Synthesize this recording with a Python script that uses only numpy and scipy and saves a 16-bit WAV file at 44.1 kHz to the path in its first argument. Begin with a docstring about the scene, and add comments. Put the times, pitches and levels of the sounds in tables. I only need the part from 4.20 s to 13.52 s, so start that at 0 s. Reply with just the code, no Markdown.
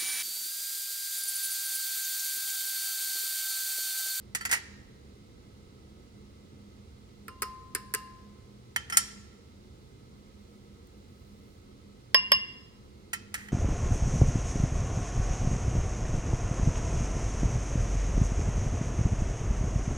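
"""Hard clacks on a stone counter come first: two small plastic spice dishes are picked up.
Light taps make a glass bowl ring and a dish is set down; powder hisses, two hard knocks hit
the rim and a dish clacks on the counter again. A small kitchen echoes and an appliance hums.
Knocks are shaped noise bursts, rings are fading sine waves, and hiss, hum and echoes are filtered noise."""
import sys
import numpy as np
from scipy import signal
from scipy.fft import rfft, irfft, next_fast_len
from scipy.io import wavfile
from scipy.ndimage import uniform_filter1d

SR = 44100
rng = np.random.default_rng(int(sys.argv[2]) if len(sys.argv) > 2 else 0)


def materialize(psi):
    """Save the field psi as 16-bit PCM at rate SR to the path in sys.argv[1].

    A 1-D psi becomes a single channel; in a 2-D psi each row is a channel.
    """
    bounded = np.clip(np.atleast_2d(psi).T, -1, 1)
    quanta = np.round(bounded * 32767).astype(np.int16)
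    wavfile.write(sys.argv[1], SR, quanta)


N = 411012

# Notes of the ringing bowl; a note may have a close second tone, so that it swells and dips:
# f/Hz, t60/s, level when tapped/dB, level when knocked/dB, left minus right/dB,
# distance of the second tone/Hz, share of the second tone 0-1
BOWL_NOTES = [(1003, 1, -27.5, -41, -1, 3.3, 0.3), (1038.7, 0.89, 4.5, -48.5, 2.5, 1, .05),
              (1010, 0.077, -26, -8.5, 3.5, 22, 1), (1105, .14, -31, -18.5, 2, 20, .2),
              (1260, 0.19, 2.5, -38.5, 0.5, 6.8, 0.06), (1880, .35, -27, -36.5, 7, 16, 0.2),
              (1800, 0.73, -19.5, -38.5, 12.5, 18, 0.6), (2080, 0.56, -20, -26.5, 4.5, 33, 0.5),
              (2794, .5, -17, -10, 3, 13, .65), (3000, .2, -16, -25.5, -10, 18, 0.2),
              (4500, 0.068, -1, -21, -5, 12, 0.2), (4900, .1, -27, -24.5, 2, 23, .2),
              (5117, 0.14, -8.5, -1, -2.5, 22, .1), (5106, 0.3, -43, -19.5, 9, 15, 0.2),
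              (8900, .12, -7, -41.5, 6.5, 24, .2), (9700, .09, -8, -24, -4, 46, 0),
              (13700, .08, -14, -37.5, -2.5, 30, .3)]
# Light taps of the first dish on the bowl:
# t/s, contact level/dB, hollow of the dish f/Hz, bowl ring level/dB,
# rebound level relative to the tap/dB, bowl note favoured by the spot struck f/Hz
BOWL_TAPS = [(3.0811, -12.5, 1320, -53, -23, 2792), (3.2206, 0.5, 1240, -41.5, -7, 5110),
             (3.5495, 1, 1690, -47, -11, 5110), (3.7385, 0.5, 1690, -43.5, 0, 2792)]
# Tone of a tap: f/Hz, level per Hz/dB
TAP_TONE = [(150, -10), (430, 9.5), (720, -22.5), (1100, 1.5), (2200, 6), (3500, -9.5), (5000, 0),
            (6200, -8.5), (7700, 0.5), (10000, 2), (13000, 5), (16000, -10)]
TAP_T60_S, REBOUND_S = 0.044, 0.0086
TAP_TREBLE_DB, TREBLE_DB_PER_DB = 3, 0.95  # a stronger touch is brighter
SPOT_DB = 8.5  # lift of the favoured bowl note


def bowl_taps():
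    """The dish edge flicks the glass and falls back once: two short ticks, and the bowl rings."""
    out = np.zeros((2, N))
    hz, t60, note_db, _, pan_db, split, second = np.transpose(BOWL_NOTES)
    for at, db, hollow_hz, ring_db, rebound_db, favoured_hz in BOWL_TAPS:
        touches = ((at, db), (at + REBOUND_S, db + rebound_db))
        for touch_at, touch_db in touches:
            treble_db = TAP_TREBLE_DB + TREBLE_DB_PER_DB * touch_db
            tick = contact(TAP_TONE, treble_db, hollow_hz, TAP_T60_S, lead_ms=0.097,
                           hollow_db=11.0, crack=0.56, treble_life=0.22)
            add(out, touch_at, undb(touch_db) * tick)
        spot_db = SPOT_DB * hollow(hz, favoured_hz)
        gains = undb(ring_db + note_db + spot_db) * pan(pan_db)
        add(out, at, ring(hz, t60, gains, 0.31, split, second))
    return out


# Hard knocks of the second dish on the rim: t/s, contact level/dB, treble level/dB, bowl ring level/dB
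BOWL_KNOCKS = [(7.945, 12, -5, -11.5), (8.1181, 12, 2, -12)]
# Tone of a knock: f/Hz, level per Hz/dB
KNOCK_TONE = [(150, -21), (330, -20), (600, -2), (800, -24), (1050, -3), (1380, -19.5), (1620, 3.5),
              (1860, 4.5), (2100, 4.5), (2500, -4), (3250, 2), (4000, -19), (4900, -2.5), (6500, -30.5),
              (8200, -21), (13000, -11), (16000, -36.5)]
KNOCK_T60_S, KNOCK_HOLLOW_HZ = 0.02, 1010
KNOCK_LEAD_MS = 0.24  # the left side hears it first


def bowl_knocks():
    """The dish lands flat on the rim: a duller, heavier blow that wakes the high bowl notes."""
    out = np.zeros((2, N))
    hz, t60, _, note_db, pan_db, split, second = np.transpose(BOWL_NOTES)
    side_phase = 2 * np.pi * hz * KNOCK_LEAD_MS / 1000
    for at, db, treble_db, ring_db in BOWL_KNOCKS:
        blow = contact(KNOCK_TONE, treble_db, KNOCK_HOLLOW_HZ, KNOCK_T60_S, KNOCK_LEAD_MS,
                       hollow_db=8.5, crack=0.3, treble_life=0.53)
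        gains = undb(ring_db + note_db) * pan(pan_db)
        add(out, at, undb(db) * blow)
        add(out, at, ring(hz, t60, gains, side_phase, split, second))
    return out


# Dishes on the counter; a gripped dish rings little, one that is let go rings freely:
# t/s, contact level/dB, treble level/dB, contact t60/s,
# ring level relative to the contact/dB, dish note favoured by the corner that lands f/Hz
COUNTER_CLACKS = [(0.1488, 1.5, -5.5, 0.07, -55, 7554), (0.2093, -11, -13.5, 0.11, -29, 4550),
                  (0.2512, 0, -9, 0.081, -41, 4550), (0.2924, -4.5, -14.5, 0.17, -55, 9446),
                  (0.3129, 4.5, -3, 0.098, -47, 2070), (0.326, 8, -9, 0.13, -52, 2130),
                  (4.561, 3.5, -12, 0.028, -39.5, 3112), (4.699, -7.5, -10, 0.05, -36, 7020),
                  (4.7237, -3, -14, 0.38, -26.5, 5380), (4.7703, 13.5, 3, 0.05, -40.5, 5840),
                  (8.9317, -1.5, -8, 0.068, -34, 2560), (9.1412, -2, -9, 0.067, -39, 13300),
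                  (9.176, -12, -15, 0.73, -57, 2560), (9.285, -18.5, -16.5, 0.024, -39, 3112)]
# Notes of a spice dish: f/Hz, t60/s, level/dB
DISH_NOTES = [(1358, .15, -1), (1760, .1, -1), (2070, .08, -1), (2560, .11, -7), (3112, .11, -2),
              (4550, .08, -7), (5380, .2, -8), (5590, .45, -14), (6121, .1, -11), (7020, .08, -4),
              (7554, .13, -6), (7980, .09, -4), (8520, .08, -6), (9005, .1, -4), (9446, .1, -4),
              (10150, .1, -5), (10430, .09, -5), (13300, .07, -7)]
# Tone of a clack: f/Hz, level per Hz/dB
CLACK_TONE = [(150, -19), (620, -16.5), (850, -7), (1100, -9), (1450, -2), (2300, 0), (2900, -3),
              (3700, -8.5), (4700, -3), (7500, 5), (10000, 0), (14000, -3), (16000, -17.5)]
DISH_HOLLOW_HZ = 1898
DISH_HOLLOW_DB, HOLLOW_DB_PER_DB = 8.5, -0.4  # the hollow stands out less in a bright clack
CORNER_DB = 13  # lift of the favoured dish note
COUNTER_LEAD_MS = -0.206  # negative: the right side hears it first


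def counter_clacks():
    """A dish rocks and settles on stone; each corner favours one of its notes."""
    out = np.zeros((2, N))
    hz, t60, note_db = np.transpose(DISH_NOTES)
    side_phase = 2 * np.pi * hz * COUNTER_LEAD_MS / 1000
    for at, db, treble_db, contact_t60, ring_db, favoured_hz in COUNTER_CLACKS:
        hollow_db = DISH_HOLLOW_DB + HOLLOW_DB_PER_DB * treble_db
        clack = contact(CLACK_TONE, treble_db, DISH_HOLLOW_HZ, contact_t60, COUNTER_LEAD_MS,
                        hollow_db, crack=0.2, treble_life=0.82)
        corner_db = CORNER_DB * hollow(hz, favoured_hz)
        bright_db = 0.85 * treble_db * treble(hz)
        gains = undb(ring_db + note_db + corner_db + bright_db) * pan(read(SIDE_BALANCE, hz))
        add(out, at, undb(db) * clack)
        add(out, at, undb(db) * ring(hz, t60, gains, side_phase))
    return out


# How loud the falling powder is: t/s, level/dB
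POWDER_LEVEL = [(6.1, -96), (6.3, -75.5), (6.5, -85), (6.9, -75.5), (7.3, -72.5), (7.5, -90)]


def powder():
    """Countless tiny grains of uneven strength patter down as a faint, high hiss."""
    strength = undb(3.0 * rng.exponential(size=N))
    grains = rng.standard_normal((2, N)) * strength
    highpass = signal.butter(2, 7000, "high", fs=SR, output="sos")
    hiss = level(signal.sosfilt(highpass, grains), 0)
    at, db = np.transpose(POWDER_LEVEL)
    return hiss * np.interp(np.arange(N) / SR, at, undb(db), left=0, right=0)


# Tone of the room rumble and hiss: f/Hz, level per Hz/dB
AIR_TONE = [(15, -55.5), (25, -12), (43, -8), (70, 0.5), (127, -5.5), (170, -11.5), (206, -7.5),
            (263, -10.5), (476, -13), (624, -24.5), (1290, -27), (1790, -34), (2000, -33.5), (4030, -30),
            (16000, -47)]
AIR_DB = -52.7  # average over both sides, before panning
# How alike the left and right noise is: f/Hz, likeness 0-1
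SIDE_LIKENESS = [(60, 0.8), (130, 1), (300, 0.86), (700, .5), (3000, 0.2), (15000, 0.1)]
# Appliance hum, made of narrow noise bands: f/Hz, width/Hz, level/dB
HUM_BANDS = [(58.3, 1, -74), (121, 2, -66), (204.5, 5.7, -59), (364, 8.3, -72.5), (463.7, 12, -73.5),
             (1284, 46, -75.5), (2070, 170, -76), (4000, 100, -82.5)]


def background():
    """Rumble and hiss are shaped noise; narrow noise bands make a wavering hum, louder on the right."""
    size = next_fast_len(N, real=True) * 2
    hz = bins(size)
    noise = side_noise(size, read(SIDE_LIKENESS, hz), lead_ms=0.43)
    air = irfft(noise * undb(read(AIR_TONE, hz)))[:, :N]
    hum_power = 0
    for centre, width, db in HUM_BANDS:
        shape = np.exp(-np.pi * ((hz - centre) / width) ** 2)
        hum_power = hum_power + undb(db) ** 2 / width * shape
    # the far end of the same noise, so the hum does not copy the air
    hum = irfft(noise * np.sqrt(hum_power * SR / 2))[:, -N:]
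    return (level(air, AIR_DB) + hum) * pan(-2.3)


# Kitchen echoes: f/Hz, t60/s, level/dB
KITCHEN_ECHOES = [(250, 0.443, -24.5), (1000, 0.95, -8), (1994, 0.99, -15), (4850, 0.78, -4.5),
                  (8200, 0.58, -16), (15000, 0.3103, -28.5)]


def kitchen(x, size=32768):
    """Dense echoes build up over a few milliseconds, then fade at a rate set for each octave."""
    t, hz = np.arange(size) / SR, bins(size)
    noise, response = rfft(rng.standard_normal((2, size))), 0
    at, t60s, dbs = np.transpose(KITCHEN_ECHOES)
    for centre in 125 * 2 ** np.arange(8):  # octave bands in Hz
        t60 = np.interp(np.log(centre), np.log(at), t60s)
        db = np.interp(np.log(centre), np.log(at), dbs)
        band = np.maximum(1 - abs(np.log2((hz + 1) / centre)), 0)
        build_up = (1 - fade(t, 0.0045)) ** 2
        tail = (fade(t, t60) + 2.9 * fade(t, 0.13)) * build_up
        tail = tail / np.sqrt(np.sum(tail ** 2))
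        response = response + irfft(noise * band) * tail * undb(db)
    return signal.fftconvolve(x, response, axes=1)[:, :N]


# Loudness difference of the two sides: f/Hz, left minus right/dB
SIDE_BALANCE = [(300, -2), (1200, -3), (2500, -1.5), (4800, -2.5), (7500, -0.5), (16000, 1)]
ATTACK_S = 0.0048  # time for the force of a contact to build up


def contact(tone, treble_db, hollow_hz, t60, lead_ms, hollow_db, crack, treble_life, size=8192):
    """Clack of unit energy: a crack, then a dense noisy decay with one hollow resonance."""
    hz, t = bins(size), np.arange(size) / SR
    noise = side_noise(size, 0.72, lead_ms)
    lows = irfft(noise * (1 - treble(hz))) * (fade(t, t60) + crack * fade(t, 0.00464))
    highs = irfft(noise * treble(hz)) * (fade(t, t60 * treble_life) + crack * fade(t, 0.002))
    burst = rfft((lows + highs) * (1 - fade(t, ATTACK_S)))
    # divide out the broad tone of the noise, so the wanted tone can replace it
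    broad = np.sqrt(uniform_filter1d(abs(burst) ** 2, size=80))
    # random unevenness makes the treble of each contact patchy
    ripple = uniform_filter1d(rng.standard_normal(len(hz)), size=24)
    ripple = level(uniform_filter1d(ripple, size=24), 0)
    tone_db = read(tone, hz) + (treble_db + 3 * ripple) * treble(hz)
    tone_db = tone_db + hollow_db * hollow(hz, hollow_hz)
    gain = undb(tone_db) * pan(read(SIDE_BALANCE, hz))
    sound = irfft(burst * causal(gain / broad))
    return sound / np.sqrt(np.sum(sound ** 2) / 2)


def ring(hz, t60, gains, side_phase, split=0, second=0):
    """Fading sine notes, phase-shifted between sides; an opposed second tone makes a note swell and dip."""
    t = np.arange(int(max(t60) * 1.2 * SR))[:, None] / SR
    phase = np.array([[1], [-1]]) * side_phase / 2
    phase = phase + 0.17 * rng.standard_normal((2, len(hz)))
    swelling = 1 - second * np.exp(2j * np.pi * split * t)
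    notes = np.exp(2j * np.pi * hz * t) * swelling * fade(t, t60)
    notes = notes * (1 - fade(t, 0.0012))  # soft start
    return np.imag((gains * np.exp(1j * phase)) @ notes.T)


def side_noise(size, likeness, lead_ms):
    """Spectrum of two-sided white noise: a shared part, left first if lead is positive, plus separate parts."""
    noise = rfft(rng.standard_normal((3, size)))
    share = np.clip(likeness, 0, 1)
    delay = np.exp(1j * np.pi * np.array([[1], [-1]]) * bins(size) * lead_ms / 1000)
    return np.sqrt(share) * noise[0] * delay + np.sqrt(1 - share) * noise[1:]


def treble(hz):
    """Weight 0-1 of the treble range, half way up near 4000 Hz."""
    return 1 / (1 + (4000 / (hz + 1)) ** 4)


def hollow(hz, centre_hz):
    """Weight 0-1 of the resonance that the point of contact favours."""
    return 1 / (1 + ((hz - centre_hz) / 170) ** 2)


def causal(gain):
    """Minimum-phase response of a gain curve: nothing sounds before the blow."""
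    cepstrum = irfft(np.log(gain))
    half = cepstrum.shape[-1] // 2
    cepstrum[..., 1:half] *= 2
    cepstrum[..., half + 1:] = 0
    return np.exp(rfft(cepstrum))


def undb(db):
    """Turn decibels into gain."""
    return 10 ** (np.asarray(db) / 20)


def read(points, hz):
    """Join (f, value) points with straight lines on a log-frequency axis."""
    at, value = np.transpose(points)
    return np.interp(np.log(np.maximum(hz, 1)), np.log(at), value)


def bins(size):
    """Frequencies of a spectrum in Hz."""
    return np.fft.rfftfreq(size, 1 / SR)


def fade(t, t60):
    """Exponential decay by 60 dB in t60 seconds."""
    return np.exp(-np.log(1000) * t / t60)


def pan(db):
    """Left and right gains for a left-minus-right level difference."""
    return undb(np.array([[1], [-1]]) * db / 2)


def level(x, db):
    """Scale to an rms (average) level."""
    return x * undb(db) / np.sqrt(np.mean(x ** 2))


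def add(out, at, sound):
    """Mix a sound in at a time in seconds."""
    start = int(at * SR)
    out[:, start:start + sound.shape[1]] += sound[:, :N - start]


def scene():
    """Mix all sources; taps and clacks excite the kitchen echoes more strongly than knocks do."""
    taps, knocks, clacks = bowl_taps(), bowl_knocks(), counter_clacks()
    echoes = kitchen(undb(1.0) * taps + undb(-3.5) * knocks + undb(1.0) * clacks)
    return taps + knocks + clacks + echoes + powder() + background()


TOP_HZ = 16400


def record(dry):
    """One narrow treble band is faint; the sharpest peaks are rounded and the top is cut off."""
    hz = bins(2 * N)
    notch_db = -24 * np.exp(-((hz - 11700) / 480) ** 2)
    coloured = irfft(rfft(dry, 2 * N) * causal(undb(notch_db)))[:, :N]
    rounded = 0.95 * np.tanh(coloured / 0.95)
    lowpass = signal.ellip(8, 0.2, 70, TOP_HZ, fs=SR, output="sos")
    return signal.sosfilt(lowpass, rounded)


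dry = scene()
out = record(dry)
materialize(out)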